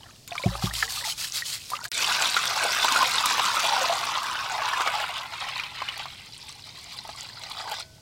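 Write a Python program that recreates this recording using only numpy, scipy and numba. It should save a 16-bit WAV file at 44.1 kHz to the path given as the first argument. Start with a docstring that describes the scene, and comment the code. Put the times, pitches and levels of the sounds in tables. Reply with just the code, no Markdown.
"""Outdoors: hands scoop rice from a metal pot of water and rub it between the palms; clumps plop and the pot booms.
After a sudden cut, a thick stream of milky rice water pours into a steel bowl, thins and ends in a dribble.
Trapped air sounds as decaying sines of rising pitch; rice, spray and a low rumble are clouds of brief pulses
or filtered noise; the bowl and the pot ring in their own modes, and the metal walls add a short echo."""
import sys
import numpy as np
from scipy import signal
from scipy.fft import rfft, irfft, next_fast_len
from scipy.io import wavfile
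from scipy.ndimage import map_coordinates
from numba import njit

SR = 44100
rng = np.random.default_rng(int(sys.argv[2]) if len(sys.argv) > 2 else 0)


def master(y):
    """Save y as 16-bit WAV."""
    cut = np.clip(np.atleast_2d(y).T, -1, 1)
    pcm = np.round(cut * 32767)  # scale
    wavfile.write(sys.argv[1], SR, pcm.astype(np.int16))


N = 353235
T = np.arange(N) / SR
WASHING_END_S, POURING_START_S = 1.889, 1.917
TOP_HZ = 15900  # upper band limit

# the stream: start_s, splash_db (strength), gurgle_db (air dragged deep under); relative levels
STREAM = [(1.93, -33.5, -59), (2.03, -26.5, -30), (2.15, -26, -31), (2.52, -30, -32.5),
          (2.86, -24.5, -26.7), (3.07, -27.5, -31), (3.55, -26.5, -27), (4.05, -32.2, -30),
          (4.4, -34.5, -32.5), (4.88, -31, -27.5), (5.33, -39, -40), (6.0, -40, -44), (6.22, -46.5, -58.0),
          (6.7, -45, -54), (7.35, -47, -50.5), (7.72, -40, -37.5), (7.81, -37.5, -46.5), (7.87, -67, -68)]
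# moments when the stream swells or falters: start_s, length_s, gain_db
SURGES = [(3.412, 0.18, 0), (3.89, .14, 1), (4.707, 0.13, 1.5), (5.393, 0.22, 2.5), (5.664, 0.11, -3),
          (5.762, 0.18, 1), (6.53, 0.2, -3), (7.17, 0.11, 4.5), (7.306, .11, -1.5), (7.41, 0.046, 2)]
# filters for the large bubbles and, by thickness of stream, the small ones and the spray: freq_hz, gain_db
GURGLE_FILTER = [(150, -42), (350, -7), (540, -1), (800, 0.5), (1050, 0.5), (1500, -1.5), (1900, -0.5),
                 (3000, -25)]
SPLASH_FULL_FILTER = [(100, -25), (880, -22), (1500, 0.5), (1770, -10.5), (2500, -3), (3170, -4.5),
                      (3560, 0), (6000, -1), (7800, -44), (13200, -120)]
SPLASH_SLIM_FILTER = [(1000, -16.5), (1700, -15), (2100, -6), (3100, -5.5), (3900, -6.5), (5000, -8),
                      (6200, -20), (9000, -54)]
SPLASH_THIN_FILTER = [(1000, -20), (1700, -13), (2100, 0), (2750, -2), (3500, 5), (4050, 7.5), (5100, 6.5),
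                      (6200, 1), (9000, -67)]
SPRAY_FULL_FILTER = [(200, -19), (3000, -0.5), (5200, -3), (7500, -5.5), (10000, -11.5), (15800, -13.5)]
SPRAY_THIN_FILTER = [(3000, -16), (5200, -5), (6500, -2), (7800, 2), (11000, -11), (15800, -7)]
SURGE_RAMP_S = 0.019
SPRAY_DB, SPRAY_FALL_DB_PER_S = -3.5, 2  # deeper water swallows the spray
THREAD_SPRAY_DB, DROPLETS_DB = -12, -11.5  # a thin thread spits and throws off single droplets


def pouring():
    """Air entrainment: large bubbles gurgle, small ones splash and bursting foam sprays."""
    flow_db, air_db = curves(STREAM)
    full = np.clip((5.4 - T) / 1.16, 0, 1)  # the thick stream slims down ...
    thin = np.clip((T - 5.9) / 0.5, 0, 1)  # ... and then narrows to a thread
    slim = 1 - full - thin
    surge_db = sum(db * swell(s, length, SURGE_RAMP_S, SURGE_RAMP_S) for s, length, db in SURGES)
    # a thin stream breaks into lumps
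    lumps_db = (1.16 + 0.92 * (1 - full)) * wobble(45) + 1.27 * wobble(170)

    deep = cloud(count=3400, hz=gurgle_pitch(), octaves=0.221, cycles=23, scatter_db=3.5, rise=0.2)
    shallow = cloud(count=4500, hz=1298, octaves=0.244, cycles=19.5, scatter_db=4.0, rise=0.097)
    gurgle = coloured(deep + amp(0.5) * shallow, GURGLE_FILTER)

    dense = cloud(count=44000, hz=3052, octaves=0.644, cycles=12.6, scatter_db=4.0, rise=0.38)
    tinkling = cloud(count=3500, hz=3466, octaves=0.449, cycles=37, scatter_db=4.5, rise=0.34)
    small = dense + amp(-5.0) * (1 - full) * tinkling  # single bubbles stand out as the flow drops
    splash = full * coloured(small, SPLASH_FULL_FILTER)
    splash += slim * coloured(small, SPLASH_SLIM_FILTER)
    splash += thin * coloured(small, SPLASH_THIN_FILTER)

    fine = cloud(count=40000, hz=9200, octaves=0.53, cycles=8.6, scatter_db=5.5, rise=0.13)
    bursts = crackle(count=9000, scatter_db=7.5)
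    mist = fine + amp(-6) * bursts + amp(-10) * rng.standard_normal(N)
    droplets = cloud(count=900, hz=8180, octaves=0.31, cycles=13, scatter_db=4.5, rise=0.2)
    spray_gain = amp(SPRAY_DB - SPRAY_FALL_DB_PER_S * (T - POURING_START_S))
    thread_spray = amp(THREAD_SPRAY_DB) * coloured(mist, SPRAY_THIN_FILTER) + amp(DROPLETS_DB) * droplets
    spray = (1 - thin) * spray_gain * coloured(mist, SPRAY_FULL_FILTER) + thin * thread_spray

    # while the water is shallow the stream also drums on the steel bottom
    drum_filter = [(40, -46), (170, -2.5), (480, 0.0), (900, -0.5), (2000, -52)]
    drum = full * coloured(rng.standard_normal(N), drum_filter)
    water = amp(air_db - 1.0) * gurgle + amp(flow_db + 0.2) * (splash + spray + amp(-21) * drum)
    return water * amp(surge_db + lumps_db) * lulls() * (T > POURING_START_S)


# the stream digs a hollow and frees larger, lower bubbles: centre_s, drop_octaves
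GLUGS = [(2.2, 0.44), (2.64, 0.6), (3.099, 0.52), (3.72, 0.43), (3.92, 0.337), (4.55, 0.27), (4.99, .3)]
GLUG_S = 0.121  # from the centre of a glug to 1/e of its dip
GURGLE_HZ, SAG_OCT_PER_S = 1195, 0.0885


def gurgle_pitch():
    """Bubble resonance: larger is lower, so the pitch sinks as the bowl fills and dips at each glug."""
    dips = sum(octaves * np.exp(-((T - s) / GLUG_S) ** 2) for s, octaves in GLUGS)
    return GURGLE_HZ * 2 ** (-SAG_OCT_PER_S * (T - POURING_START_S) - dips)


# wet slaps of water on water: start_s, level_db (relative), pitch_hz (main pocket of trapped air)
SPLATS = [(0.353, -19, 1160), (.552, -21.5, 790), (.623, -18, 1280), (.826, -7, 1714), (1.853, -21.5, 1620),
          (2.211, -14.5, 890), (2.344, -9, 3900), (2.366, -5, 1360), (2.437, -10.5, 1390),
          (2.827, -5.5, 3470), (2.847, -5.5, 926), (2.882, -9, 1410), (2.96, -6.5, 1380),
          (3.03, -14.5, 980), (3.182, -7.5, 3630), (3.259, -14, 1170), (3.395, -6.5, 978),
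          (3.442, -10.5, 1310), (4.354, -14.5, 1480), (4.618, -14, 1093), (4.806, -8, 1080),
          (4.817, -20, 1450), (4.874, -7, 1220), (5.597, -15.5, 2390), (5.636, -17.5, 2980),
          (5.819, -15, 1030), (5.887, -12.5, 2910), (6.056, -19, 1047), (6.988, -21.5, 3980),
          (7.05, -25, 870), (7.091, -21, 800), (7.436, -22, 4020), (7.602, -23, 907), (7.675, -20, 890),
          (7.715, -22, 643), (7.804, -29, 1380)]
LULL_DB, LULL_S = 0.5, 0.033  # the water heaps up and quietens just before each slap


def splats():
    """Impact and cavity resonance: a burst of spray, a damped pocket of air, then smaller ones as it breaks up."""
    s, db, hz = np.transpose(SPLATS).copy()
    pockets = bubbles(s, amp(db - 5.5), hz, 0.029 + 11 / hz, np.full(len(s), .15))
    for delay, shrink in rng.random((len(s), 5, 2)).transpose(1, 2, 0):
        part_hz = hz * 2 ** (0.92 * shrink - .35)
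        part_size = amp(db - 8.5 - 9.3 * delay)
        pockets += bubbles(s + .012 * delay, part_size, part_hz, 0.0038 + 9 / part_hz, shrink / 4)
    t = T[:SR // 10]
    burst = signal.oaconvolve(impulses(s, db), amp(-60 * t / 0.02) * (1 - np.exp(-t / 0.0019)))[:N]
    spray_filter = [(300, -13.5), (1000, 3.5), (4500, 2.5), (8000, -17), (15000, -19)]
    return pockets + amp(-8.0) * burst * coloured(rng.standard_normal(N), spray_filter)


def lulls():
    """Amplitude modulation: a gain that sinks before each slap and returns with it."""
    lead = T[:int(LULL_S * SR)] / LULL_S
    slaps = np.bincount([int(s * SR) for s, db, hz in SPLATS], minlength=N)
    dips = signal.oaconvolve(slaps, np.sqrt(lead))[len(lead) - 1:][:N]  # each dip ends at its slap
    return amp(-LULL_DB * np.minimum(dips, 1))


# thin films of water snapping: start_s, level_db (relative)
TICKS = [(.277, -28), (0.737, -19), (1.702, -21), (1.856, -27), (3.258, -10.5), (5.978, -28), (7.715, -27)]


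def ticks():
    """Impulsive release: a snapping film gives a few milliseconds of very bright noise."""
    s, db = np.transpose(TICKS)
    snap = signal.oaconvolve(impulses(s, db), amp(-60 * T[:SR // 50] / 0.024))[:N]
    bright = coloured(rng.standard_normal(N), [(1000, -8), (5000, 0), (11000, -4), (16000, -8)])
    return amp(-5) * snap * bright


# resonances of the steel bowl: freq_hz, bandwidth_hz, level_db
BOWL_MODES = [(641, 1.9, 3), (690, 13, -1), (862, 19, -7), (1030, 39, -29), (1500, 2, 8.5), (1990, 92, 2),
              (3420, 10, 1), (4070, 29, -2), (4430, 30, -11), (5070, 11, 8), (4730, 68, 3.5)]


def bowl(x):
    """Modal resonance: the steel rings under the water, most when the last dribble runs onto its bare side."""
    def modes(f):
        return sum(amp(db) * 1j * f * w / (c * c - f * f + 1j * f * w) for c, w, db in BOWL_MODES)
    contact_db, = curves([(2, -14), (4, -9), (6.3, -9), (7.1, 0.5), (7.9, 0.5)])
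    return amp(contact_db) * filtered(x, modes) * (T > POURING_START_S)


# strokes of the palms over the wet rice: start_s, length_s, level_db (relative)
STROKES = [(.605, 0.1, -35.5), (.725, 0.15, -33), (.875, 0.16, -32.5), (1.03, 0.11, -30),
           (1.17, 0.13, -32.5), (1.325, 0.1, -29), (1.44, 0.15, -32.5), (1.675, 0.11, -42),
           (1.825, .05, -36.5)]
# rice shifting in the hands, first under water, then lifted out: start_s, length_s, level_db (relative)
HANDFULS = [(-.1, 0.57, -59.5), (.3, 1.55, -45)]
# filter for the wet grains: freq_hz, gain_db
RICE_FILTER = [(290, -56), (500, -20.5), (1040, -12), (1220, -10), (1590, -11.5), (2120, -9.5), (3420, -5),
               (4430, -1), (6180, -7.5), (7560, -6), (13500, -13), (15800, -15)]
LOOSE_GRAINS_DB = -47.5  # grains and drops that fall off the hands


def rubbing():
    """Granular friction: wet grains slip over each other at every stroke; a few snap, loose ones fall."""
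    strokes = gestures(STROKES, attack_s=0.039, release_s=0.054)
    pressure = np.hypot(strokes, gestures(HANDFULS, attack_s=0.2, release_s=0.3))
    grains = cloud(count=70000, hz=6300, octaves=0.84, cycles=9.2, scatter_db=4.0, rise=0)
    snaps = crackle(count=4000, scatter_db=5.0)
    friction = rng.standard_normal(N)
    slipping = coloured(grains + amp(1) * friction + amp(-4) * snaps, RICE_FILTER)
    rubbed = pressure * amp(1.87 + 1.3 * wobble(70.54)) * slipping
    loose = coloured(cloud(count=2400, hz=6560, octaves=0.55, cycles=6, scatter_db=4.5, rise=0), RICE_FILTER)
    return rubbed + amp(LOOSE_GRAINS_DB) * loose * swell(0.27, 1.7, attack_s=.1, release_s=.05)


# the hands move through the water: start_s, length_s, level_db (relative)
STIRS = [(-.05, 0.23, -52.5), (.27, 0.25, -43), (.42, 0.34, -39), (.75, .42, -42), (1.15, 0.44, -55),
         (1.7, 0.19, -39)]
# single bubbles under hands and clumps: start_s, level_db (relative), pitch_hz, pitch_rise (share over its life)
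PLOPS = [(0.317, -31, 696, .01), (.356, -24.5, 1177, .15), (.38, -21.5, 2210, .27), (.398, -31, 1007, .01),
         (.552, -26.5, 1224, .01), (.624, -33, 780, .01), (.658, -38, 860, .01), (.671, -28, 1170, 0.19),
         (.711, -30.5, 1740, .7), (0.753, -21.5, 3100, 0.063), (.827, -21.5, 1330, .05),
         (.879, -28, 1930, .12), (0.973, -29.5, 1210, .01), (1.011, -26, 1750, 0.46), (1.04, -26, 1820, .9),
         (1.024, -31.5, 950, .1), (1.05, -31.5, 867, .01), (1.422, -21, 1880, .01), (1.718, -29, 940, 0.8),
         (1.734, -19, 1160, 0.35)]
PLOP_CYCLES = 65  # swings before a bubble has died away by 60 dB


def sloshing():
    """Bubble resonance: stirred water burbles, drops fall from the fingers, single pockets of air ring out."""
    burble = cloud(count=3000, hz=1206, octaves=0.5, cycles=36, scatter_db=3.5, rise=0.22)
    drops = cloud(count=2000, hz=3690, octaves=0.442, cycles=38, scatter_db=4.5, rise=0.45)
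    water_filter = [(400, -4.5), (800, -1.0), (5000, -0.5), (8000, 1), (14000, -17)]
    stirred = coloured(burble + amp(1) * drops, water_filter)
    s, db, hz, rise = np.transpose(PLOPS).copy()
    plops = bubbles(s, amp(db + 1.5), hz, PLOP_CYCLES / hz, rise)
    return gestures(STIRS, attack_s=0.05, release_s=0.1) * stirred * lulls() + plops


def gulp():
    """Cavity resonance: air sucked in as the hands leave the water rises in pitch as it shrinks, then collapses."""
    # start_s, pitch_hz, level_db
    pitch_hz, level_db = curves([(.437, 481, -90), (.4395, 498, -21.5), (.459, 696, -27.5),
                                 (.469, 735, -20), (.482, 760, -98)])
    return amp(level_db) * np.sin(2 * np.pi * np.cumsum(pitch_hz) / SR) * (T < .5)


# clumps of rice landing in the pot: start_s, level_db (relative)
THUMPS = [(0.459, -13.5), (.638, -18.5)]
# modes of the pot full of water: freq_hz, level_db (relative), t60_s
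POT_MODES = [(55.7, -16, 0.79), (117.7, -1.5, 0.14), (111, -22, 0.97), (148, 12.5, 0.04), (178, -3, 0.15),
             (360, -3.5, 0.059)]


def pot():
    """Modal excitation: a heavy clump pushes on the water and sets the pot's bottom booming."""
    out = np.zeros(N)
    t = T[:SR]
    ring = sum(amp(level - 60 * t / t60) * np.sin(2 * np.pi * hz * t) for hz, level, t60 in POT_MODES)
    push = 1 - np.exp(-t / 0.006)
    for s, db in THUMPS:
        out[int(s * SR):][:SR] += amp(db) * ring * push
    return signal.sosfilt(signal.butter(4, 42, "high", fs=SR, output="sos"), out)


# decay of the echoes between the metal walls: freq_hz, t60_s
WALL_DECAY = [(300, 0.045), (1000, 0.047), (4500, 0.021), (8000, 0.022), (15000, 0.017)]


def walls(x, wet_db):
    """Reverberation: the vessel's short, dense echo, which keeps changing as the water moves."""
    size = 4096
    pieces = signal.stft(x, nperseg=size, nfft=2 * size)[2].T
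    # a fresh decaying noise tail for every piece of sound
    hz, t, z = signal.stft(rng.standard_normal((len(pieces), size)), SR, nperseg=128)
    decay = amp(-60 * t / along(WALL_DECAY, hz)[:, None])
    tails = signal.istft(z * decay, SR, nperseg=128)[1]
    echoes = irfft(pieces * rfft(tails, 2 * size))
    # overlap-add the echoes
    place = np.arange(len(pieces))[:, None] * (size // 2) + np.arange(2 * size)
    echo = np.std(x) * unit(np.bincount(place.ravel(), echoes.ravel())[size // 2:][:N])
    return (x + amp(wet_db) * echo) / np.hypot(1, amp(wet_db))


# spectrum of the open air: freq_hz, gain_db
AIR_FILTER = [(20, -13), (45, -6.5), (80, -2.5), (125, 1.5), (190, -8.5), (300, -12.5), (700, -18),
              (1500, -28.5), (5000, -17.5), (15000, -33.5)]


def outdoors():
    """Filtered noise: a low, steady rumble of the open air."""
    return amp(-53.0) * coloured(rng.standard_normal(N), AIR_FILTER)


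@njit
def bubbles(start, size, hz, t60, rise):
    """Bubble resonance: each is a dying sine whose pitch climbs as it nears the surface."""
    out = np.zeros(N)
    for k in range(len(start)):
        first, life = int(start[k] * SR), int(t60[k] * SR) + 2
        for i in range(max(0, -first), min(life, N - first)):
            age = i / life
            cycles = hz[k] * i / SR * (1 + rise[k] * age / 2)
            envelope = np.exp(-6.9 * age) * min(1., 2 * cycles)
            out[first + i] += size[k] * envelope * np.sin(2 * np.pi * cycles)
    return out


def cloud(count, hz, octaves, cycles, scatter_db, rise):
    """Random superposition: bubbles at random moments around a pitch, many faint, a few strong; rms 1."""
    when, strength = rng.random((2, count))
    pitch, life = rng.standard_normal((2, count))
    centre_hz = np.broadcast_to(hz, N)[(when * N).astype(int)]
    pitch_hz = np.clip(centre_hz * 2 ** (octaves * pitch), 200, TOP_HZ)
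    size = amp(-scatter_db * np.log(strength + .01))
    t60 = cycles * np.exp(life / 2) / pitch_hz
    return unit(bubbles(when * T[-1], size, pitch_hz, t60, np.full(count, rise)))


def crackle(count, scatter_db):
    """Impulse noise: tiny sharp contacts of very unequal strength, at rms 1."""
    size = amp(-scatter_db * np.log(rng.random(count) + .001))
    return unit(np.bincount(rng.integers(0, N, count), size * rng.choice([-1, 1], count), N))


def impulses(s, db):
    """Impulse excitation: one click per event."""
    return np.bincount((s * SR).astype(int), amp(db), N)


def swell(start, length, attack_s, release_s):
    """Envelope: a smooth attack, hold and release between 0 and 1."""
    ramp = np.clip(np.minimum((T - start) / attack_s, (start + length - T) / release_s), 0, 1)
    return np.sin(np.pi / 2 * ramp)


def gestures(rows, attack_s, release_s):
    """Superposed envelopes: the summed gain of (start_s, length_s, level_db) movements."""
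    return sum(amp(db) * swell(s, length, attack_s, release_s) for s, length, db in rows)


def wobble(rate):
    """Random modulation: straight lines between random knots, rate knots a second."""
    return map_coordinates(rng.standard_normal(4096), [T * rate], order=1, mode="wrap")


def curves(rows):
    """Linear interpolation: one value per sample for each column after the time."""
    s, *cols = np.transpose(rows)
    return [np.interp(T, s, c) for c in cols]


def along(points, hz):
    """Logarithmic frequency scale: interpolate (freq_hz, value) points on it."""
    f, v = np.transpose(points)
    return np.interp(np.log(hz + 1), np.log(f + 1), v)


def filtered(x, response):
    """Linear filtering: x times a complex response of frequency."""
    m = next_fast_len(N + SR // 2)
    return irfft(rfft(x, m) * response(np.fft.rfftfreq(m, 1 / SR)), m)[:N]


def coloured(x, spectrum):
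    """Minimum-phase filtering: x through a causal filter of that spectrum, at rms 1."""
    size = 4096
    cepstrum = irfft(np.log(amp(along(spectrum, np.fft.rfftfreq(size, 1 / SR))) + 1e-6))
    # folding the cepstrum makes the filter causal
    cepstrum[1:size // 2] *= 2
    cepstrum[size // 2 + 1:] = 0
    return unit(signal.oaconvolve(x, irfft(np.exp(rfft(cepstrum))))[:N])


def amp(db):
    """Decibel scale: level to amplitude gain."""
    return 10 ** (np.asarray(db) / 20)


def unit(x):
    """Normalisation: scale to rms 1."""
    return x / np.sqrt(np.mean(x ** 2) + 1e-20)


def scene():
    """Superposition: water sounds inside their metal vessels, over the open air."""
    stream = pouring()
    slaps = splats() + ticks()
    washing = (rubbing() + sloshing() + gulp()) * (T < WASHING_END_S)
    water = walls(washing + slaps, wet_db=-8.0) + walls(stream, wet_db=-5.0)
    return (water + bowl(stream + slaps) + pot() + outdoors())[None]


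def record(dry):
    """Gating and band limiting: a moment of silence between washing and pouring, and no treble above TOP_HZ."""
    live = (T < WASHING_END_S) | (T > POURING_START_S)
    return filtered(dry[0] * live, lambda hz: hz < TOP_HZ)[None]


dry = scene()
out = record(dry)
master(out)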